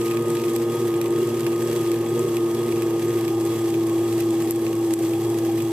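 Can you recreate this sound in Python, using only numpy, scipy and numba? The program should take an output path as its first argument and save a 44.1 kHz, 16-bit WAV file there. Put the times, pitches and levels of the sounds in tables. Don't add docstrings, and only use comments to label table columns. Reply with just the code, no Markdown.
import sys
import numpy as np
from scipy import signal
from scipy.io import wavfile
from scipy.ndimage import uniform_filter1d
from numba import njit

SR = 44100
rng = np.random.default_rng(int(sys.argv[2]) if len(sys.argv) > 2 else 0)


def wav_out(sig):
    wavfile.write(sys.argv[1], SR, np.round(np.clip(np.atleast_2d(sig).T, -1, 1) * 32767).astype(np.int16))


def makeup_ratio(level_db):
    decades = np.asarray(level_db, float) / 20
    return 10 ** decades


N = 252235
T = np.arange(N) / SR
NOMINAL_HZ = 114
# [t/s, level/dB, wall ring above that/dB]
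KNOCKS = [(.1108, -32, -4), (.562, -24.5, -16), (1.0137, -27, -10), (1.465, -32, -1), (1.916, -28, -11),
          (2.368, -30.5, -7), (2.821, -29, -11), (3.2795, -32, -5), (3.7408, -38, 0), (4.2051, -31, -10),
          (4.6655, -40, 2), (5.1347, -37.5, -2), (5.6028, -37, -4)]


@njit
def svf(x, hz, width_hz):
    y, band, low = np.empty(len(x)), 0., 0.
    g, k = np.tan(np.pi * hz / SR), width_hz / hz
    scale = 1 / (1 + g * (g + k))
    for i in range(len(x)):
        v = (band + g * (x[i] - low)) * scale
        band, low, y[i] = 2 * v - band, low + 2 * g * v, k * v
    return y


@njit
def follower(x, attack, release):
    y, level = np.empty(len(x)), 0.
    for i in range(len(x)):
        level += (x[i] - level) * (attack if x[i] > level else release)
        y[i] = level
    return y


def unit(x):
    return x / np.sqrt(np.mean(x ** 2))


def walk(rate_hz):
    knots = rng.standard_normal(N // 256)
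    path = np.interp(T * rate_hz, np.arange(len(knots)), knots)
    return unit(uniform_filter1d(path, int(SR / rate_hz / 2)))


def columns(table):
    s, *rest = np.transpose(table)
    return [uniform_filter1d(np.interp(T, s, c), 2048) for c in rest]


def log_interp(hz, curve):
    f, value = np.transpose(curve)
    return np.interp(np.log(hz), np.log(f), value)


def bump(x, centre, width):
    return np.exp(-.5 * ((x - centre) / width) ** 2)


def pair(hz, width_hz, push=1):
    # [f/Hz, correlation]
    likeness = [(30, 0.7), (60, 0.98), (300, 1), (640, 0.97), (1400, 0.85), (3000, 0.57), (7000, 0.29),
                (14000, 0.13)]
    alike = np.clip(log_interp(hz, likeness), 0, .999)
    f, w = 1. * hz, 1.36 * width_hz
    noise = push * (rng.random((2, N)) - .5)
    mid, side = [unit(svf(svf(x, f, w), f, w)) for x in noise]
    mid = mid * np.sqrt((1 + alike) / 2)
    side = side * np.sqrt((1 - alike) / 2)
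    return np.array([mid + side, mid - side])


def partial(phase, db, jitter, flutter_db, rate_hz, pan_db):
    level = np.sqrt(2) * makeup_ratio(db + flutter_db * walk(rate_hz))
    tone = level * np.sin(phase + jitter * walk(rate_hz))
    return tone * makeup_ratio(np.array([[pan_db], [-pan_db]]) / 2)


def controls():
    # [t/s, mean tooth rate/Hz, muffling by the paste/dB]
    speed = [(0, 114.3, 0.5), (1.5, 113.9, -1), (2.7, 113.7, -2), (3.3, 111.9, -3), (4.4, 112, -6.5),
             (5, 111.2, -9), (5.72, 111.5, -9)]
    # [t/s, tooth rate gained/Hz]
    lurches = [(.27, 1.8), (.76, 2), (1.26, 2.8), (1.69, 2.4), (2.2, 2.6), (2.62, 2.4), (3.09, 1.8),
               (3.56, 1.47), (4.12, 1.3), (4.7, 1.17), (5.26, 2), (5.64, 1.06)]
    # [level/dB, slope on mean rate/(dB/Hz), slope on lurch/(dB/Hz), share of muffling]
    voices = [
        (-36.5, -0.37, 1.17, 0),
        (-22, -0.42, -1, 0.0062),
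        (-35.5, 0, 1.24, 0.8),
        (-43.5, 0, 1.65, 1.08),
    ]
    mean_hz, muffle_db = columns(speed)
    lurch_hz = sum(gain * bump(T, s, .075) for s, gain in lurches)
    sag_hz = mean_hz - NOMINAL_HZ
    levels = [db + a * sag_hz + b * lurch_hz + c * muffle_db for db, a, b, c in voices]
    return mean_hz + lurch_hz, muffle_db, levels


def effort(muffle_db):
    s = np.array(KNOCKS)[:, 0]
    turn_s = np.r_[2 * s[0] - s[1], s, 2 * s[-1] - s[-2]]
    turn = np.interp(T, turn_s, np.arange(len(s) + 2)) % 1
    cycle_db = -2.2 * bump(turn, 0.21, .09) + .7 * np.sin(np.pi * turn) ** 2
    middle, treble = 0.24, 0.09
    middle_db = cycle_db + middle * muffle_db + 0.33 * walk(6)
    return middle_db, (treble - middle) * muffle_db + .5 * walk(5.89)


def bearing(tooth_hz):
    phase = 2 * np.pi * np.cumsum(3343 + 9 * walk(5.4)) / SR
    lurch_hz = tooth_hz - uniform_filter1d(tooth_hz, size=20000)
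    db = -57.5 + 1.2 * lurch_hz + 1.0 * walk(5)
    return partial(phase, db, jitter=1.2, flutter_db=2.5, rate_hz=40, pan_db=5.0)


def motor(tooth_hz, db):
    # [f/Hz, level/dB]
    mains = [(120, -53.5), (240, -43)]
    whine_hz = 1234.4 + 4.5 * (tooth_hz - NOMINAL_HZ)
    whine_phase = 2 * np.pi * np.cumsum(whine_hz) / SR
    out = partial(whine_phase, db - .3, jitter=0.57, flutter_db=2.0, rate_hz=20, pan_db=1.5)
    for f, buzz_db in mains:
        out += partial(2 * np.pi * f * T, buzz_db, jitter=0.054, flutter_db=3.0, rate_hz=4.0, pan_db=-0.5)
    return out


def housing(tooth_hz):
    # [f/Hz, width/Hz, level/dB, slope on tooth rate/(dB/Hz)]
    case_rings = [(112, 12, -55, 2.5), (131.4, 12, -46.5, 0.2), (145.3, 9.9, -45, 1.5),
                  (157.3, 11, -46.5, 0), (229, 24, -52, -1.5), (340, 36, -40.5, 3), (370.8, 38.7, -32, 1.2),
                  (470, 37, -42.5, 1.2), (407.5, 22, -45.5, -0.5), (575, 58, -48, 2), (671, 48, -52, -1.5),
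                  (794.7, 42, -47, -1.5), (918, 51, -50, 0.5), (1098, 51, -47.5, 0.5), (1275, 59, -54, .5),
                  (1018, 70, -57.5, 1), (517, 46, -50, -1.5)]
    sag_hz = uniform_filter1d(tooth_hz, 4096) - NOMINAL_HZ
    return sum(makeup_ratio(db + slope * sag_hz + 1.5 * walk(12)) * pair(f, width) for f, width, db, slope in case_rings)


def grit(rate_hz, spread_db, t60_s, share):
    cracks = rng.random(N) < rate_hz / SR
    size = np.minimum(rng.exponential(size=N), 2.5)
    decay = 1000 ** (-1 / (t60_s * SR))
    bursts = signal.lfilter([1], [1, -decay], cracks * makeup_ratio(spread_db * size))
    return 1 + share * unit(bursts)


def rollers(middle_db, treble_db):
    # [f/Hz, density/(dB per Hz)]
    grind = [(25, -77), (50, -84), (90, -67), (190, -78), (280, -59.5), (430, -67.5), (600, -69.5),
             (1000, -73), (1250, -81.5), (1450, -89), (2200, -74), (4000, -80.5), (7000, -79.5),
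             (14000, -80.5)]
    # [f/Hz, width/Hz, level/dB]
    drum_rings = [(1723, 420, -50.5), (2230, 240, -71), (2500, 42, -66), (2800, 58, -58.5),
                  (3346, 60, -59.5), (3290, 67, -57), (6860, 65, -78), (7820, 820, -49.5),
                  (13700, 3900, -49.5)]
    push = grit(rate_hz=140, spread_db=4.2, t60_s=.014, share=.42)
    surge_db = .45 * walk(30.05)
    treble_db = middle_db + treble_db
    middle_db = surge_db + middle_db - middle_db.mean()
    treble_db = surge_db + treble_db - treble_db.mean()
    out = 0
    for hz in 25 * 2 ** np.arange(0, 9.3, .4):
        db = log_interp(hz, grind) + 10 * np.log10(hz / 6.16)
        effort_db = 0.69 * middle_db if hz < 1400 else middle_db if hz < 3600 else treble_db
        level = makeup_ratio(db + effort_db + 0.73 * walk(16))
        out = out + level * pair(hz, hz / 2.72, 1 if hz < 1400 else push)
    for hz, width, db in drum_rings:
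        own = push
        if width < hz / 8:
            own = grit(rate_hz=70, spread_db=5.5, t60_s=0.013, share=0.74)
        effort_db = middle_db if hz < 3600 else treble_db
        out = out + makeup_ratio(db + effort_db + 1.0 * walk(25.25)) * pair(hz, width, own)
    out = out - 0.16 * np.array([svf(ear, 1450., 240.) for ear in out])
    return out * makeup_ratio(np.array([[-.3], [.3]]))


def blows():
    # [t/s, level/dB, left minus right/dB]
    pings = [(0.079, -35, -4), (.223, -38, -4), (0.282, -38, -4), (.3024, -32, 0), (.4948, -36, 4),
             (1.1054, -37, -.5), (1.2717, -35, -4), (1.4054, -34, -9), (2.1924, -32, 7), (2.6347, -40.5, 2),
             (3.451, -34, -5), (3.8692, -35, -3), (4.0911, -37, -.5), (4.3058, -35, -4), (4.559, -33, -1),
             (4.752, -38, -2), (4.9369, -23, -.5), (4.99, -32, 1), (5.033, -38, -3), (5.3004, -35, -1),
             (5.6216, -33, 3)]
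    # [t/s, level/dB, left minus right/dB]
    splits = [(.0578, -33, -2), (.7547, -36, -3), (1.7292, -36, -2), (2.1154, -40, 11), (4.508, -19, 0),
              (4.5174, -24, 5)]
    # [t/s, level/dB, left minus right/dB]
    taps = [(.014, -40, 0), (.082, -41, 0), (.1704, -36, -1), (0.3687, -37, -2), (.397, -41, 0),
            (.4374, -39, 0), (.482, -42, 6), (.9404, -41, -1), (1.06, -42, 0), (1.5291, -41.5, 0),
            (1.862, -43, -.5), (2.723, -38, -1), (2.7594, -44, 1)]
    # [snap/dB, stone ring/dB, crack/dB, drum wall/dB]
    shares = [
        (-2, -9, 0, 1),
        (-6, 2, -6, -19),
        (-24, -12, 1.5, -34),
        (2, -6, -2, 1),
    ]
    rows = []
    for s, db, wall_db in KNOCKS:
        rows.append((s, *(db + np.array(shares[0]) + [0, 0, 0, wall_db]), -2.5))
    for table, share in zip((pings, splits, taps), shares[1:]):
        rows += [(s, *(db + np.array(share)), pan_db) for s, db, pan_db in table]
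    return rows


def ticks():
    # [level column, f/Hz, width/Hz, tail t60/s, share of tail, gain/dB]
    struck = [
        (0, 4850, 5000, .02, .1, 20),
        (1, 7950, 1050, .022, .1, 30),
        (2, 12000, 4500, .014, .09, 22.5),
        (3, 2500, 190, 0.055, .1, 36.5),
        (3, 2500, 1800, .028, .1, 25),
    ]
    t, out, rows = T[:2048], np.zeros((2, N + 4096)), blows()
    all_grains = rng.standard_normal((len(rows), 2, 2048))
    for (s, *levels, pan_db), grains in zip(rows, all_grains):
        for column, hz, width, t60_s, tail, db in struck:
            blow = (t == 0) + tail * grains * 1000 ** (-t / t60_s)
            for ear, sign in enumerate((1, -1)):
                i = int((s + .0008) * SR) + 1 - ear
                level = makeup_ratio(levels[int(column)] + db + sign * pan_db / 2)
                out[ear, i:i + 2048] += level * svf(blow[ear], 1. * hz, 1. * width)
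    return out[:, :N]


def drive(hz, first_db, third_db, fourth_db):
    phase = 2 * np.pi * np.cumsum(hz * (1 + 0.0019 * walk(11))) / SR
    shaft = np.sin(phase * 0.24)
    first_phase = phase + 0.088 * shaft + 0.31 * np.sin(phase * 0.084)
    second_db = -38.7 + 1.7 * (hz - NOMINAL_HZ)
    third_phase = 3 * phase + 0.094 * shaft
    out = partial(first_phase, first_db - .4, jitter=.15, flutter_db=1.0, rate_hz=10, pan_db=0.3)
    out += partial(2 * phase, second_db, jitter=0.17, flutter_db=1.0, rate_hz=16, pan_db=-0.5)
    out += partial(third_phase, third_db - .3, jitter=.34, flutter_db=.9, rate_hz=25, pan_db=0.36)
    out += partial(4 * phase + np.pi, fourth_db - .6, jitter=0.76, flutter_db=2.0, rate_hz=25, pan_db=-4.0)
    return out


def scene():
    hz, muffle_db, (*levels, whine_db) = controls()
    knocks = ticks()
    whole = motor(hz, whine_db) + bearing(hz) + housing(hz) + rollers(*effort(muffle_db))
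    whole = whole + knocks + drive(hz, *levels)
    low_pass = signal.ellip(12, .5, 75, 14200, fs=SR, output="sos")
    left, right = signal.sosfilt(low_pass, whole) + makeup_ratio(-39) * knocks
    return np.array([np.roll(left, 2), right])


def top_cut(x):
    return signal.sosfilt(signal.butter(12, 15550, fs=SR, output="sos"), x)


def record(dry):
    peak = follower(np.abs(dry).max(axis=0), attack=.3, release=.00022)
    gain = np.minimum(1, 0.22 / (peak + 1e-9)) ** 1.47
    gain = uniform_filter1d(gain, size=160)
    return top_cut(dry * np.roll(gain, 140))


dry = scene()
out = record(dry)
wav_out(out)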